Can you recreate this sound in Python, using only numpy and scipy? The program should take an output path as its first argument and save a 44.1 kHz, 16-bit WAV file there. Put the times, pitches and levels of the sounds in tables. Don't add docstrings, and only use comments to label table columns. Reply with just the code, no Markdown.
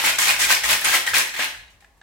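import sys
import numpy as np
from scipy import signal
from scipy.io import wavfile

SR = 44100
rng = np.random.default_rng(int(sys.argv[2]) if len(sys.argv) > 2 else 0)


def persist_wave(psi):
    counts = np.round(np.clip(psi, -1, 1) * 32767).astype(np.int16)
    wavfile.write(sys.argv[1], SR, np.atleast_2d(counts).T)


def gain_from_decibels(decibels):
    exponent = np.asarray(decibels, float) / 20
    return 10 ** exponent


N = 89170


def rms_one(x):
    return x / np.sqrt(np.mean(x ** 2) + 1e-20)


def at_hz(points, hz):
    table_hz, values = np.transpose(points)
    return np.interp(np.log(hz), np.log(np.maximum(table_hz, 1)), values)


def bandpass(x, edges_hz):
    return signal.sosfilt(signal.butter(2, edges_hz, "band", fs=SR, output="sos"), x)


def ring(clicks, hz, t60_s):
    r = gain_from_decibels(-60 / (t60_s * SR))
    w = 2 * np.pi * hz / SR
    return signal.lfilter([0, np.sin(w)], [1, -2 * r * np.cos(w), r * r], clicks + 1e-18)


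# [f/Hz, correlation 0..1]
LIKENESS_BY_HZ = [(40, 1), (90, 0.86), (170, 0.56), (350, 0.67), (700, 1), (1400, 0.11), (2800, 0.11),
                  (6000, .01)]


def stereo(mid, side, hz):
    alike = np.clip(at_hz(LIKENESS_BY_HZ, hz), 0, 1)
    return (np.sqrt(1 + alike) * mid + np.sqrt(1 - alike) * side * [[1], [-1]]) / np.sqrt(2)


def bands(count, gain_at):
    out = 0
    edges_hz = 25 * 2 ** (np.arange(20) / 2)
    white = rng.standard_normal((2, 2, count))
    for k, (low, high) in enumerate(zip(edges_hz, edges_hz[1:])):
        hz = np.sqrt(low * high)
        mid, side = bandpass(white[k % 2], [low, high])
        out = out + gain_at(hz) * stereo(mid, side, hz)
    return out


# [f/Hz, level/dB]
HUM_SPECTRUM = [(76, -36), (130, 2.5), (409, -9.5), (933, -1.5), (1120, -28.5), (2090, -7.5), (2260, -14.5),
                (14700, -26), (15900, -27.5)]
HUM_DB = -62


def hum():
    return gain_from_decibels(HUM_DB) * rms_one(bands(N, lambda hz: gain_from_decibels(at_hz(HUM_SPECTRUM, hz))))


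# [t/s, deep level/dB, thump level/dB]
ARM_MOVES = [(0.0, -67, -51), (0.03, -55, -57), (0.11, -69, -54), (0.47, -49.5, -55), (0.62, -60, -63),
             (0.65, -45, -61), (0.75, -50, -50), (0.81, -62.5, -68), (0.89, -53, -52), (1.05, -63, -66),
             (1.14, -65.5, -44.5), (1.27, -63.5, -70), (1.53, -59.5, -73), (1.59, -53, -57),
             (1.66, -58, -66), (2.02, -63.5, -76)]
# [centre f/Hz, width/Hz]
ARM_BANDS = [
    (53, 23),
    (95, 43),
]


def rumble():
    t_s, *levels_db = np.transpose(ARM_MOVES)
    t = np.arange(N) / SR
    out = 0
    for db, (hz, width) in zip(levels_db, ARM_BANDS):
        noise = rng.standard_normal((2, N + SR))
        low = bandpass(noise, [hz - width / 2, hz + width / 2])[:, SR:]
        low = low / (np.abs(signal.hilbert(low)) + 0.26 * low.std())
        out = out + gain_from_decibels(np.interp(t, t_s, db)) * rms_one(stereo(*low, hz))
    return out


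# [f/Hz, t60/s]
ROOM_T60 = [(200, 0.49), (700, 0.46), (2000, 0.54), (6000, 0.46), (15000, 0.37)]
ROOM_DB, ROOM_DELAY_S = -4, 0.0025


def kitchen(x):
    t = np.arange(SR) / SR
    tail = bands(SR, lambda hz: gain_from_decibels(-60 * t / at_hz(ROOM_T60, hz)) * (t > ROOM_DELAY_S))
    tail = tail / np.sqrt(np.sum(tail ** 2) / 2)
    return gain_from_decibels(ROOM_DB) * signal.fftconvolve(x[:1], tail, axes=1)[:, :N]


# [start t/s, rise/s, hold/s, level/dB, treble/dB re level]
AVALANCHES = [(-.03, .02, .02, -21, -2), (0.02, 0.031, 0.044, -18, -1), (0.1823, 0.0012, 0.066, -19.5, 1.5),
              (0.25, 0.033, 0.027, -16.5, -1), (0.381, 0.023, 0.045, -19.5, 2),
              (0.477, 0.03, 0.019, -15.5, 0.5), (0.635, 0.0011, 0.028, -23, 1.5),
              (0.667, 0.033, 0.033, -16.5, 0), (0.815, .002, 0.0186, -30, -1),
              (0.842, 0.0021, 0.055, -19.5, -1), (0.902, 0.034, 0.02, -16.5, 0),
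              (1.061, 0.004, 0.027, -25, -1), (1.129, 0.029, 0.033, -17, -0.5),
              (1.338, 0.001, 0.01, -30.5, -2.5), (1.364, 0.00092, .025, -29, -3),
              (1.388, 0.005, 0.053, -23, -6.5), (1.698, 0.0039, 0.016, -62, 3),
              (1.803, 0.002, 0.0072, -57.5, 0.5), (1.966, 0.0025, 0.0131, -73.5, 4.5)]
RELEASE_DB_PER_S = 350


def effort():
    t = np.arange(N) / SR
    body, treble = np.zeros(N), np.zeros(N)
    for start, rise, hold, db, treble_db in AVALANCHES:
        attack = np.clip((t - start) / max(rise, 1e-3), 0, 1) ** 2
        fall_db = RELEASE_DB_PER_S * np.maximum(t - start - rise - hold, 0)
        power = attack * gain_from_decibels(2 * db - 2 * fall_db)
        body += power
        treble += power * gain_from_decibels(2 * treble_db)
    return np.sqrt(body), np.sqrt(treble)


SLOSH_HZ, SLOSH_DB, SLOSH_LAG_S = (150, 401), -28.5, 0.0049


def slosh():
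    surge = np.interp(np.arange(N) - SLOSH_LAG_S * SR, np.arange(N), effort()[0])
    low = bandpass(rng.standard_normal((2, N)), SLOSH_HZ)
    return gain_from_decibels(SLOSH_DB) * surge * rms_one(stereo(*low, np.mean(SLOSH_HZ)))


# [t/s, peak level/dB, centre f/Hz, t60/s]
SNAPS = [(0.0616, -10, 9500, 0.012), (0.1583, -20, 7400, 0.013), (0.1877, -9.5, 7300, 0.013),
         (0.2177, -15, 8400, 0.012), (0.2532, -26.5, 5400, 0.0094), (0.2713, -23, 5270, 0.012),
         (0.2979, -23, 5420, 0.012), (0.3893, -27, 7080, 0.012), (0.3987, -16, 6450, 0.012),
         (0.4123, -15, 6200, 0.0095), (0.4205, -8.5, 5850, 0.011), (0.4263, -18, 6610, 0.014),
         (0.4335, -16, 6080, 0.012), (0.5106, -11, 5460, 0.014), (0.5162, -13, 7080, 0.0099),
         (0.5244, -8.5, 7190, 0.0094), (0.5494, -11, 5060, 0.012), (0.6416, -20, 7240, 0.017),
         (0.7083, -10, 9400, 0.014), (0.812, -21, 11910, 0.016), (0.8185, -24.5, 11890, 0.012),
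         (0.846, -13, 8500, 0.021), (0.8537, -9, 8770, 0.011), (0.8612, -14.5, 6760, 0.0108),
         (0.885, -18, 7360, 0.012), (0.9152, -25, 5360, 0.012), (0.9532, -13, 11560, 0.0092),
         (1.0662, -21.5, 7660, 0.013), (1.076, -28, 6160, 0.0096), (1.1417, -10, 7200, 0.0095),
         (1.165, -18.5, 5800, 0.012), (1.182, -10, 8500, 0.0138), (1.2932, -24.5, 5160, 0.015),
         (1.4027, -24.5, 9100, 0.012), (1.4203, -25, 6540, 0.0085), (1.4443, -19.5, 9900, 0.014),
         (1.705, -58, 8650, 0.012), (1.8069, -49.5, 7390, 0.012), (1.8448, -53, 7150, 0.0135),
         (1.9768, -60, 9010, 0.0141)]
SNAP_HALF_WIDTH, SNAP_RISE_S = 0.25, 0.00034


def snaps():
    count = SR // 16
    out = np.zeros((2, N))
    t = np.arange(count) / SR
    noises = rng.standard_normal((len(SNAPS), 2, count))
    for (start, db, hz, t60), noise in zip(SNAPS, noises):
        grain = rms_one(bandpass(noise, [hz * (1 - SNAP_HALF_WIDTH), hz * (1 + SNAP_HALF_WIDTH)]))
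        burst = grain * (1 - np.exp(-t / SNAP_RISE_S)) * gain_from_decibels(db - 60 * t / t60)
        i = int(start * SR)
        out[:, i:i + count] += burst[:, :N - i]
    return out


CHIP_SPREAD_DB, TREBLE_FROM_HZ = 2.5, 4500


def contacts(per_s, pitches_hz, gains, t60s):
    low, high = np.zeros((2, N)), np.zeros((2, N))
    for hz, gain, t60 in zip(pitches_hz, gains, t60s):
        struck = rng.random(N) < per_s * np.sqrt(hz / 1000) / SR
        size = gain_from_decibels(CHIP_SPREAD_DB * np.minimum(rng.exponential(1, N), 4))
        mid, side = struck * size * rng.standard_normal((2, N))
        rung = ring(stereo(mid, side, hz), hz, t60)
        part = high if hz > TREBLE_FROM_HZ else low
        part += gain * rms_one(np.gradient(rung, axis=1))
    total = np.sqrt(np.mean((low + high) ** 2))
    return low / total, high / total


# [f/Hz, density level/dB per Hz]
CHIP_SPECTRUM = [(387, -18.5), (850, -5.5), (1230, -7), (1900, 4), (5000, -5.5), (7500, -6), (14000, -12),
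                 (15900, -10.5)]
# [f/Hz, level/dB, t60/s]
SHELL_MODES = [(870, -5.5, 0.042), (1015, 0, 0.027), (1336, -7, 0.014), (1627, 6, 0.053),
               (1881, 5.5, 0.081), (2110, -17, 0.027), (2194, 1.5, 0.093), (2450, 2, 0.032),
               (2362, -4, 0.019), (2537, 0.5, 0.1), (2685, -13.5, .04), (2970, -3.5, 0.023),
               (3155, 0, 0.071), (3570, 1, 0.01)]
CHIPS_PER_S, CHIP_CYCLES = 500, 9
SHELL_DB, SHELL_HITS_PER_S = -6.5, 150
LID_HZ, LID_DB = (5940, 9300), -0.5
BASE_BELOW_HZ, BASE_SHARE = 1200, 0.8


def rattle():
    body, treble = effort()
    pitches = np.geomspace(250, 15800, 36)
    gains = gain_from_decibels(at_hz(CHIP_SPECTRUM, pitches)) * np.sqrt(pitches)
    low, high = contacts(CHIPS_PER_S, pitches, gains, CHIP_CYCLES / pitches)
    hz, db, t60 = np.transpose(SHELL_MODES)
    shell = contacts(SHELL_HITS_PER_S, hz, gain_from_decibels(db), t60)[0]
    bright = np.maximum(treble / (body + 1e-12) - 1, 0)
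    lid = bandpass(high, LID_HZ) * gain_from_decibels(LID_DB) * bright
    base = signal.sosfiltfilt(signal.butter(2, BASE_BELOW_HZ, fs=SR, output="sos"), low)
    base = base * np.minimum(BASE_SHARE * bright, 1)
    return body * (low - base + gain_from_decibels(SHELL_DB) * shell) + treble * (high + lid)


# [t/s, peak level/dB, pitch f/Hz, t60/s]
SHELL_KNOCKS = [(0.0393, -16, 1960, 0.0129), (0.0462, -16, 1850, 0.0096), (0.0626, -17, 2270, 0.0093),
                (0.0746, -25, 2560, 0.0136), (0.0811, -18, 2360, 0.022), (0.135, -15.5, 2430, 0.018),
                (0.1916, -13.5, 1546, 0.017), (0.2532, -17, 3220, 0.025), (0.2904, -6, 2450, 0.032),
                (0.2982, -9.5, 2504, 0.017), (0.3247, -19, 2330, 0.02), (0.3419, -14, 2220, 0.017),
                (0.3629, -15, 2650, 0.02), (0.4009, -20, 1680, 0.018), (0.4192, -21, 1810, 0.02),
                (0.4401, -12, 2400, 0.02), (0.496, -13.5, 1984, 0.04), (0.5047, -8, 1552, 0.019),
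                (0.5241, -9, 1810, 0.015), (0.5662, -20, 2220, 0.025), (0.642, -16, 1972, 0.034),
                (0.6905, -16, 3540, 0.02), (0.7306, -13, 2580, 0.021), (0.8169, -17, 1725, 0.016),
                (0.8469, -22, 1610, 0.025), (0.8816, -13, 1625, 0.015), (0.9254, -11, 2000, 0.018),
                (0.9399, -13, 1340, 0.029), (0.9464, -9, 2020, 0.018), (0.953, -20.5, 2770, 0.023),
                (1.0756, -7.5, 1877, 0.019), (1.0841, -12, 1930, 0.0088), (1.1374, -8.5, 1674, 0.02),
                (1.1454, -2.5, 2489, 0.0089), (1.2105, -11, 2394, 0.017), (1.3399, -24, 1670, 0.015),
                (1.3483, -25.5, 1860, 0.025), (1.3685, -21, 2034, 0.025), (1.3929, -15.5, 1637, 0.022),
                (1.4043, -12.5, 1703, 0.018), (1.4545, -25.5, 2440, 0.0176), (1.5126, -24.5, 1950, 0.011),
                (1.545, -28.5, 1683, 0.02), (1.8062, -52, 2420, 0.022), (1.825, -46, 1834, 0.024),
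                (1.845, -35.5, 1690, 0.013), (1.972, -66, 1709, 0.025), (2.0138, -37, 1690, 0.02)]
# [t/s, peak level/dB, pitch f/Hz, t60/s]
FURTHER_KNOCKS = [(.039, -14.5, 906, 0.016), (.073, -17, 958, .025), (.186, -9, 1550, 0.0079),
                  (.5105, -5.5, 2500, 0.016), (.6402, -7.5, 1957, .012), (.7095, -13, 2170, 0.0081),
                  (.716, -18, 646, 0.028), (.855, -16, 3150, 0.037), (1.067, -19, 1550, 0.014),
                  (1.073, -24.5, 3160, 0.019), (1.135, -6.5, 1570, .01), (1.16, -13.5, 2352, .03),
                  (1.3635, -17.5, 1950, 0.017), (1.3925, -22, 603, 0.029), (1.68, -42.5, 3820, .015),
                  (1.805, -54, 4020, .015), (1.823, -50, 804, 0.038), (1.8455, -46.5, 2440, .012),
                  (2.0135, -43, 3800, 0.017), (2.014, -49, 817, .02)]
# [ratio to pitch, level/dB, share of t60]
PARTIALS = [(0.449, -17.5, 2.73), (.86, -8, 1.13), (1.001, 0.5, 1.97), (1.169, -13.5, 2.8),
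            (1.679, 1, 0.35), (2.1, -11, 1.4)]
KNOCK_DB, KNOCK_RISE_S = -3.5, 0.00059
CRACK_DB, CRACK_T60_S, CRACK_HZ = -2.5, 0.013, (1110, 4950)


def knocks(hits):
    count = SR // 16
    out = np.zeros((2, N))
    t = np.arange(count) / SR
    chance = rng.standard_normal((len(hits), 2 + len(PARTIALS)))
    cracks = rng.standard_normal((len(hits), 2, count))
    for (start, db, hz, t60), (pan_db, lag, *luck), noise in zip(hits, chance, cracks):
        tone = 0
        for (ratio, partial_db, share), u in zip(PARTIALS, luck):
            decay = gain_from_decibels(partial_db + 2 * u - 60 * t / (t60 * share))
            tone = tone + decay * np.sin(2 * np.pi * hz * ratio * t)
        crack = bandpass(gain_from_decibels(CRACK_DB - 60 * t / CRACK_T60_S) * noise, CRACK_HZ)
        sound = gain_from_decibels(db + KNOCK_DB) * (1 - np.exp(-t / KNOCK_RISE_S)) * (tone + crack)
        for side in range(2):
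            i = int(start * SR) + side * int(lag)
            out[side, i:i + count] += gain_from_decibels(pan_db * (side - 0.5)) * sound[side, :N - i]
    return out


BODY_FROM_HZ, KNOCK_ROOM_DB, LEFT_DB = 242, -3.5, 0.4


def scene():
    highpass = signal.butter(3, BODY_FROM_HZ, "high", fs=SR, output="sos")
    ice = signal.sosfilt(highpass, rattle())
    hits = signal.sosfilt(highpass, knocks(SHELL_KNOCKS))
    background = hum() + rumble()
    ice = ice + snaps() + slosh()
    hits = hits + knocks(FURTHER_KNOCKS)
    room = kitchen(ice + gain_from_decibels(KNOCK_ROOM_DB) * hits)
    return (ice + hits + room + background) * gain_from_decibels(LEFT_DB * np.array([[1], [-1]]))


def roll_off(x):
    return signal.sosfilt(signal.butter(12, 16050, fs=SR, output="sos"), x)


def record(dry):
    held = np.clip(dry, -1, 1)
    mix = signal.sosfilt(signal.ellip(12, 0.5, 60, 15960, fs=SR, output="sos"), held)
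    return roll_off(mix)


dry = scene()
out = record(dry)
persist_wave(out)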